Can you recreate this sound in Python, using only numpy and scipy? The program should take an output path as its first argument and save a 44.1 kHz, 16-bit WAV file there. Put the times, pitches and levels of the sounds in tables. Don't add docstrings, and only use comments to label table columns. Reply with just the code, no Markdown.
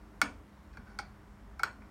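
import sys
import numpy as np
from scipy import signal
from scipy.fft import rfft, irfft
from scipy.io import wavfile
from scipy.ndimage import uniform_filter1d

SR = 44100
rng = np.random.default_rng(int(sys.argv[2]) if len(sys.argv) > 2 else 0)


def gain_from_db(level_db):
    decades = np.asarray(level_db, float) / 20
    return 10 ** decades


def unload_audio(sound):
    columns = np.transpose(np.atleast_2d(sound))
    steps = np.round(np.clip(columns, -1, 1) * 32767)
    wavfile.write(sys.argv[1], SR, steps.astype(np.int16))


N = 83790
T = np.arange(N) / SR
SIZE = 16384
HZ = np.maximum(np.arange(SIZE // 2 + 1) * SR / SIZE, 1.0)

# freq_hz, density_db
RUMBLE_SPECTRUM = [(15, -36), (25, -11), (59, 3.5), (172, -12.5), (205, -6), (262, -12.5), (294, -9.5),
                   (376, -18.5), (800, -40.5), (1040, -59), (1760, -120)]
HISS_SPECTRUM = [(210, -37), (350, -7), (404, -7), (791, -8), (1040, -6), (2130, -16), (2460, -21.5),
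                 (4240, -27), (16000, -37.5)]
# freq_hz, width_hz, level_db
HUM_LINES = [(50.3, 5.2, -58.5), (74.6, 7.7, -65.5), (208, 14, -72.5), (306, 33, -69), (403, 17.8, -72),
             (5460, 162, -90)]
# start_s, level_db, pitch_hz, tick_db, path_m (distance to the frame)
CLAW_SNAPS = [
    (0.2157, -7, 1407, -17.5, .08),
    (0.7708, -39, 1494, -17.5, 0.2),
    (.9882, -21.5, 1434, -12, 0.27),
    (1.5940, -25.5, 1400, -19, 0.41),
    (1.6335, -11, 1426, -21, 0.1255),
    (1.818, -45.5, 1474, -27, 0.43),
]
# spike_db, upper_partials_db, lower_partials_db
SNAP_RELEASES = [
    (1.5, 3.5, 0.5),
    (0.5, 3, 15.5),
    (-5, 1, 3),
    (7, 2, 0),
    (6.5, -1.5, -3),
    (-4, 5.5, 3),
]
# start_s, level_db, pitch_hz, tick_db, path_m
CLAW_TOUCHES = [
    (0.73, -64, 1530, 3.5, .6),
    (0.735, -48.5, 1660, -28, 0.23),
    (0.898, -56, 1390, -8, .6),
    (1.388, -53, 1470, -29, 0.262),
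    (1.853, -52, 1270, -34, 0.39),
    (.748, -51, 1530, -32, 0.16),
    (0.756, -51, 1490, -31, 0.23),
]
# freq_hz, width_hz, level_db
TICK_RESONANCES = [(2500, 290, -6), (3310, 270, 2), (4510, 550, 8), (5450, 300, 6.5), (6240, 330, -1),
                   (8610, 1130, -6), (13300, 3600, -24)]
# freq_hz, level_db
SPIKE_COLOUR = [(1000, -21.5), (4000, 0), (9000, 4), (10500, -10.5), (13000, 0), (15500, -8), (17000, -11)]
# freq_hz, level_db, t60_s
TIP_MODES = [(3330, 10.5, 0.0077), (4477, 8.5, 0.016), (5580, 7.5, 0.012), (7176, 1.5, .015)]
# pitch_multiple, level_db, t60_s
MESH_PARTIALS = [(0.301, -31.5, 0.013), (0.42, -38.5, 0.035), (0.573, -26, 0.042), (0.72, -26.5, 0.024),
                 (0.852, -9, 0.0079), (1.0, 3.5, 0.00465), (1.172, -7.5, 0.0027), (1.369, -12.5, 0.015),
                 (1.558, -14, 0.04)]
# freq_hz, level_db, t60_s
WIRE_MODES = [(813, -47, 0.092), (1400, -43, 0.06), (2080, -37, 0.05), (2180, -25, 0.077),
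              (4036, -21.5, 0.046), (4786, -50, 0.034), (5300, -28, 0.053), (5470, -46, .045),
              (6550, -38, 0.19), (7220, -48, 0.079)]
# start_s, level_db, pitch_factor, length_factor
FRAME_SHUDDERS = [
    (.222, -43, 1.036, 1.0),
    (0.782, -46.5, 0.84, 0.35),
    (1.638, -58.5, 1.5, 1),
]
# freq_hz, level_db, t60_s
FRAME_MODES = [(144, -0.5, 0.12), (198.7, 2.5, 0.28), (237, -3, 0.48), (270.3, 5.5, 0.29),
               (288.3, 0.5, 0.27)]
# freq_hz, t60_s
ROOM_DECAY = [(300, 0.5), (1400, 0.25), (4000, 0.26), (9000, 0.26), (15000, 0.05)]
# freq_hz, level_db
ROOM_LEVEL = [(300, 15), (800, -1.5), (1400, -13), (2200, -2), (3200, -10), (5000, -12), (8000, -16.5),
              (15000, -12)]
# start_s, length_s, level_db
CLAW_DRAGS = [
    (0.734, 0.12, -66),
    (0.841, 0.14, -60.5),
    (1.345, 0.057, -72.5),
    (1.803, 0.074, -68),
]

RUMBLE_DB, HISS_DB, HISS_TOP_HZ = -55, -62.5, 15900
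MOTOR_HZ, MOTOR_DB, MOTOR_WAVER_DB = 204, -60.5, 0.5
TICK_T60_S, TICK_SPREAD_PER_M = 0.0456, 1.35
SPIKE_GAIN, SPIKE_CLEAN, SPIKE_S, SPIKE_BLUNT_PER_M = 3.3, 2.24, 0.00058, 4.2
TIP_FAR_DB_PER_M = -26.5
ATTACK_S, HOLD_S, MESH_SCATTER_DB, FAR_BASS_DB_PER_M = 0.00059, 0.002816, 2.5, 39.5
RETURN_S, RETURN_DB, RETURN_SCATTER = 0.0039, -8.5, 0.093
LAG_S_PER_M, LAG_POWER = 0.008, 1.8
WIRE_RISE_S, WIRE_BUZZ, BUZZ_HZ, WIRE_FAR_DB_PER_M = 0.0076, 1.27, 205, -19
FRAME_RISE_S = 0.0043
ROOM_FEED_S, ROOM_FEED_DB, ROOM_GAP_S = 0.0013, 6.5, 0.0029
DRAG_GRAIN_DB = 4
LOW_CUT_HZ, TOP_HZ = 33.3, 16750


def read(table, hz):
    freq, value = np.array(table).T
    return np.interp(np.log(hz), np.log(freq), value)


def unit(x):
    return x / np.sqrt(np.mean(x ** 2))


def fade(t, t60):
    return gain_from_db(-60 * t / np.clip(t60, 0.003, 0.45))


def rise(t, time_s):
    return 1 - np.exp(-t / time_s)


def walk(rate_hz, size=N):
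    hold = int(SR / rate_hz)
    levels = rng.standard_normal(size=512)[np.arange(size) // hold]
    return uniform_filter1d(uniform_filter1d(levels, hold), hold)


def bands(size):
    hz = np.maximum(np.arange(size // 2 + 1) * SR / size, 1.0)
    noise = rfft(rng.standard_normal(size))
    for k in range(30):
        triangle = np.clip(1 - np.abs(3 * np.log2(hz / 25) - k), 0, 1)
        yield 25 * 2 ** (k / 3), irfft(noise * triangle, size)


def rings(modes, sizes, hold_s=0.0):
    t = T[:SIZE]
    held = np.maximum(t - hold_s, 0)
    return sum(size * gain_from_db(db) * np.sin(2 * np.pi * hz * t) * fade(held, t60)
               for (hz, db, t60), size in zip(modes, sizes))


def causal(db):
    cepstrum = irfft(np.log(gain_from_db(db)), SIZE)
    cepstrum[1:SIZE // 2] *= 2
    cepstrum[SIZE // 2 + 1:] = 0
    return np.exp(rfft(cepstrum))


def add(out, at_s, x):
    i = int(at_s * SR)
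    out[i:i + len(x)] += x[:N - i]


def house():
    low, high, swell = 0, 0, walk(2.43)
    for hz, band in bands(N):
        if hz < 500:
            low = low + band * gain_from_db(read(RUMBLE_SPECTRUM, hz) + 3.04 * walk(15.0))
        else:
            high = high + band * gain_from_db(read(HISS_SPECTRUM, hz) + 0.2 * swell + 0.885 * walk(11.56))
    freq = np.arange(N // 2 + 1) * SR / N
    high = irfft(rfft(high) * np.where(freq < HISS_TOP_HZ, 1, 0.03), N)
    hum = 0
    for hz, width, db in HUM_LINES:
        resonance = 1 / (1 + (2 * (freq - hz) / width) ** 2)
        hum = hum + gain_from_db(db) * unit(irfft(rfft(rng.standard_normal(N)) * resonance, N))
    return unit(low) * gain_from_db(RUMBLE_DB) + unit(high) * gain_from_db(HISS_DB) + hum


def motor():
    return gain_from_db(MOTOR_DB + MOTOR_WAVER_DB * walk(7.7)) * np.sin(2 * np.pi * MOTOR_HZ * T)


def claw_tick(path_m, spike_db):
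    t = T[:SIZE]
    noise = rng.standard_normal(SIZE)
    impulse = 0.5 * noise + SPIKE_CLEAN * (t == 0)
    spike = impulse * SPIKE_GAIN * np.exp(-t / SPIKE_S - SPIKE_BLUNT_PER_M * path_m)
    spike = rfft(spike) * causal(read(SPIKE_COLOUR, HZ) + spike_db)
    scrape = rfft(noise * fade(t, TICK_T60_S * (1.32 + TICK_SPREAD_PER_M * path_m)))
    colour = sum(gain_from_db(db) / (1 + 1j * (HZ - f * f / HZ) / (1.47 * width)) ** 2
                 for f, width, db in TICK_RESONANCES)
    scatter_db = 0.94 * rng.standard_normal(len(TIP_MODES))
    tip = rings(TIP_MODES, gain_from_db(scatter_db + TIP_FAR_DB_PER_M * path_m)) * rise(t, ATTACK_S)
    return irfft(spike + scrape * colour, SIZE) + tip


def mesh_ring(pitch_hz, path_m, upper_db, lower_db):
    partials = []
    for k, db, t60 in MESH_PARTIALS:
        if k < 0.8:
            db = db + FAR_BASS_DB_PER_M * path_m + lower_db
        if k > 1.3:
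            db = db + upper_db
        partials.append((k * pitch_hz, db, t60))
    sizes = gain_from_db(MESH_SCATTER_DB * rng.standard_normal(len(partials)))
    return rings(partials, sizes, HOLD_S) * rise(T[:SIZE], ATTACK_S)


def frame_returns():
    delays_s = np.cumsum(RETURN_S * (1 + RETURN_SCATTER * rng.standard_normal(4)))
    return 1 + sum(gain_from_db(RETURN_DB * (k + 1.0)) * np.exp(-2j * np.pi * HZ * delay)
                   for k, delay in enumerate(delays_s))


def dispersion(path_m):
    lag = (np.maximum(HZ, 250) / 1000) ** -LAG_POWER
    turns = LAG_S_PER_M * np.clip(path_m, 0, 1) * np.cumsum(lag) * SR / SIZE
    return np.exp(-2j * np.pi * turns)


def wire_ring(path_m):
    buzz = 1 + WIRE_BUZZ * walk(BUZZ_HZ, size=SIZE)
    sizes = gain_from_db(3.0 * rng.standard_normal(len(WIRE_MODES)) + WIRE_FAR_DB_PER_M * path_m)
    return rings(WIRE_MODES, sizes) * rise(T[:SIZE], WIRE_RISE_S) * buzz


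def snap(pitch_hz, tick_db, path_m, spike_db=0, upper_db=0, lower_db=0):
    tick = claw_tick(path_m, spike_db)
    mesh = rfft(mesh_ring(pitch_hz, path_m, upper_db, lower_db)) * frame_returns()
    wave = (mesh + rfft(wire_ring(path_m))) * dispersion(path_m)
    return irfft(wave, SIZE) + gain_from_db(tick_db + 4.0) * tick


def claws():
    out, feed = np.zeros(N), np.zeros(N)
    half = SIZE // 2
    releases = SNAP_RELEASES + [(0, 0, 0)] * len(CLAW_TOUCHES)
    for event, release in zip(CLAW_SNAPS + CLAW_TOUCHES, releases):
        start_s, db, pitch_hz, tick_db, path_m = event
        x = gain_from_db(db - 6.0) * snap(pitch_hz, tick_db, path_m, *release)[:half]
        feed_s = ROOM_FEED_S * (1 + 10.8 * path_m)
        add(out, start_s, x)
        add(feed, start_s, x * gain_from_db(ROOM_FEED_DB) * np.exp(-T[:half] / feed_s))
    return out, feed


def room(x):
    t = T[:SIZE]
    tail = sum(band * gain_from_db(read(ROOM_LEVEL, hz)) * fade(t, read(ROOM_DECAY, hz)) for hz, band in bands(SIZE))
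    build_up = 1 - np.exp(-(t / ROOM_GAP_S) ** 2)
    return signal.fftconvolve(x, tail * build_up / 30)[:N]


def frame():
    out = np.zeros(N)
    signs = (-1.0) ** np.arange(len(FRAME_MODES))
    for start_s, db, pitch, length in FRAME_SHUDDERS:
        modes = [(hz * pitch, level, t60 * length) for hz, level, t60 in FRAME_MODES]
        add(out, start_s, gain_from_db(db) * rings(modes, signs) * rise(T[:SIZE], FRAME_RISE_S) ** 2)
    return out


def drags():
    push = sum(gain_from_db(db) * np.sin(np.pi * np.clip((T - start_s) / length_s, 0, 1))
               for start_s, length_s, db in CLAW_DRAGS)
    grains = rng.standard_normal(N) * gain_from_db(DRAG_GRAIN_DB * rng.exponential(size=N))
    tiny_snap = snap(1437, -21.5, 0.23)[:SIZE // 4]
    return push * unit(signal.fftconvolve(grains, tiny_snap)[:N])


def scene():
    background = house() + motor()
    near, feed = claws()
    slide = drags()
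    return (background + near + slide + room(feed + slide) + frame())[None]


def band_limit(x):
    return signal.sosfilt(signal.butter(12, 16880, fs=SR, output="sos"), x)


def record(dry):
    low_cut = signal.butter(4, LOW_CUT_HZ, "high", fs=SR, output="sos")
    top_cut = signal.ellip(8, 0.2, 70, TOP_HZ, fs=SR, output="sos")
    mix = signal.sosfilt(top_cut, signal.sosfilt(low_cut, dry))
    return band_limit(mix)


dry = scene()
out = record(dry)
unload_audio(out)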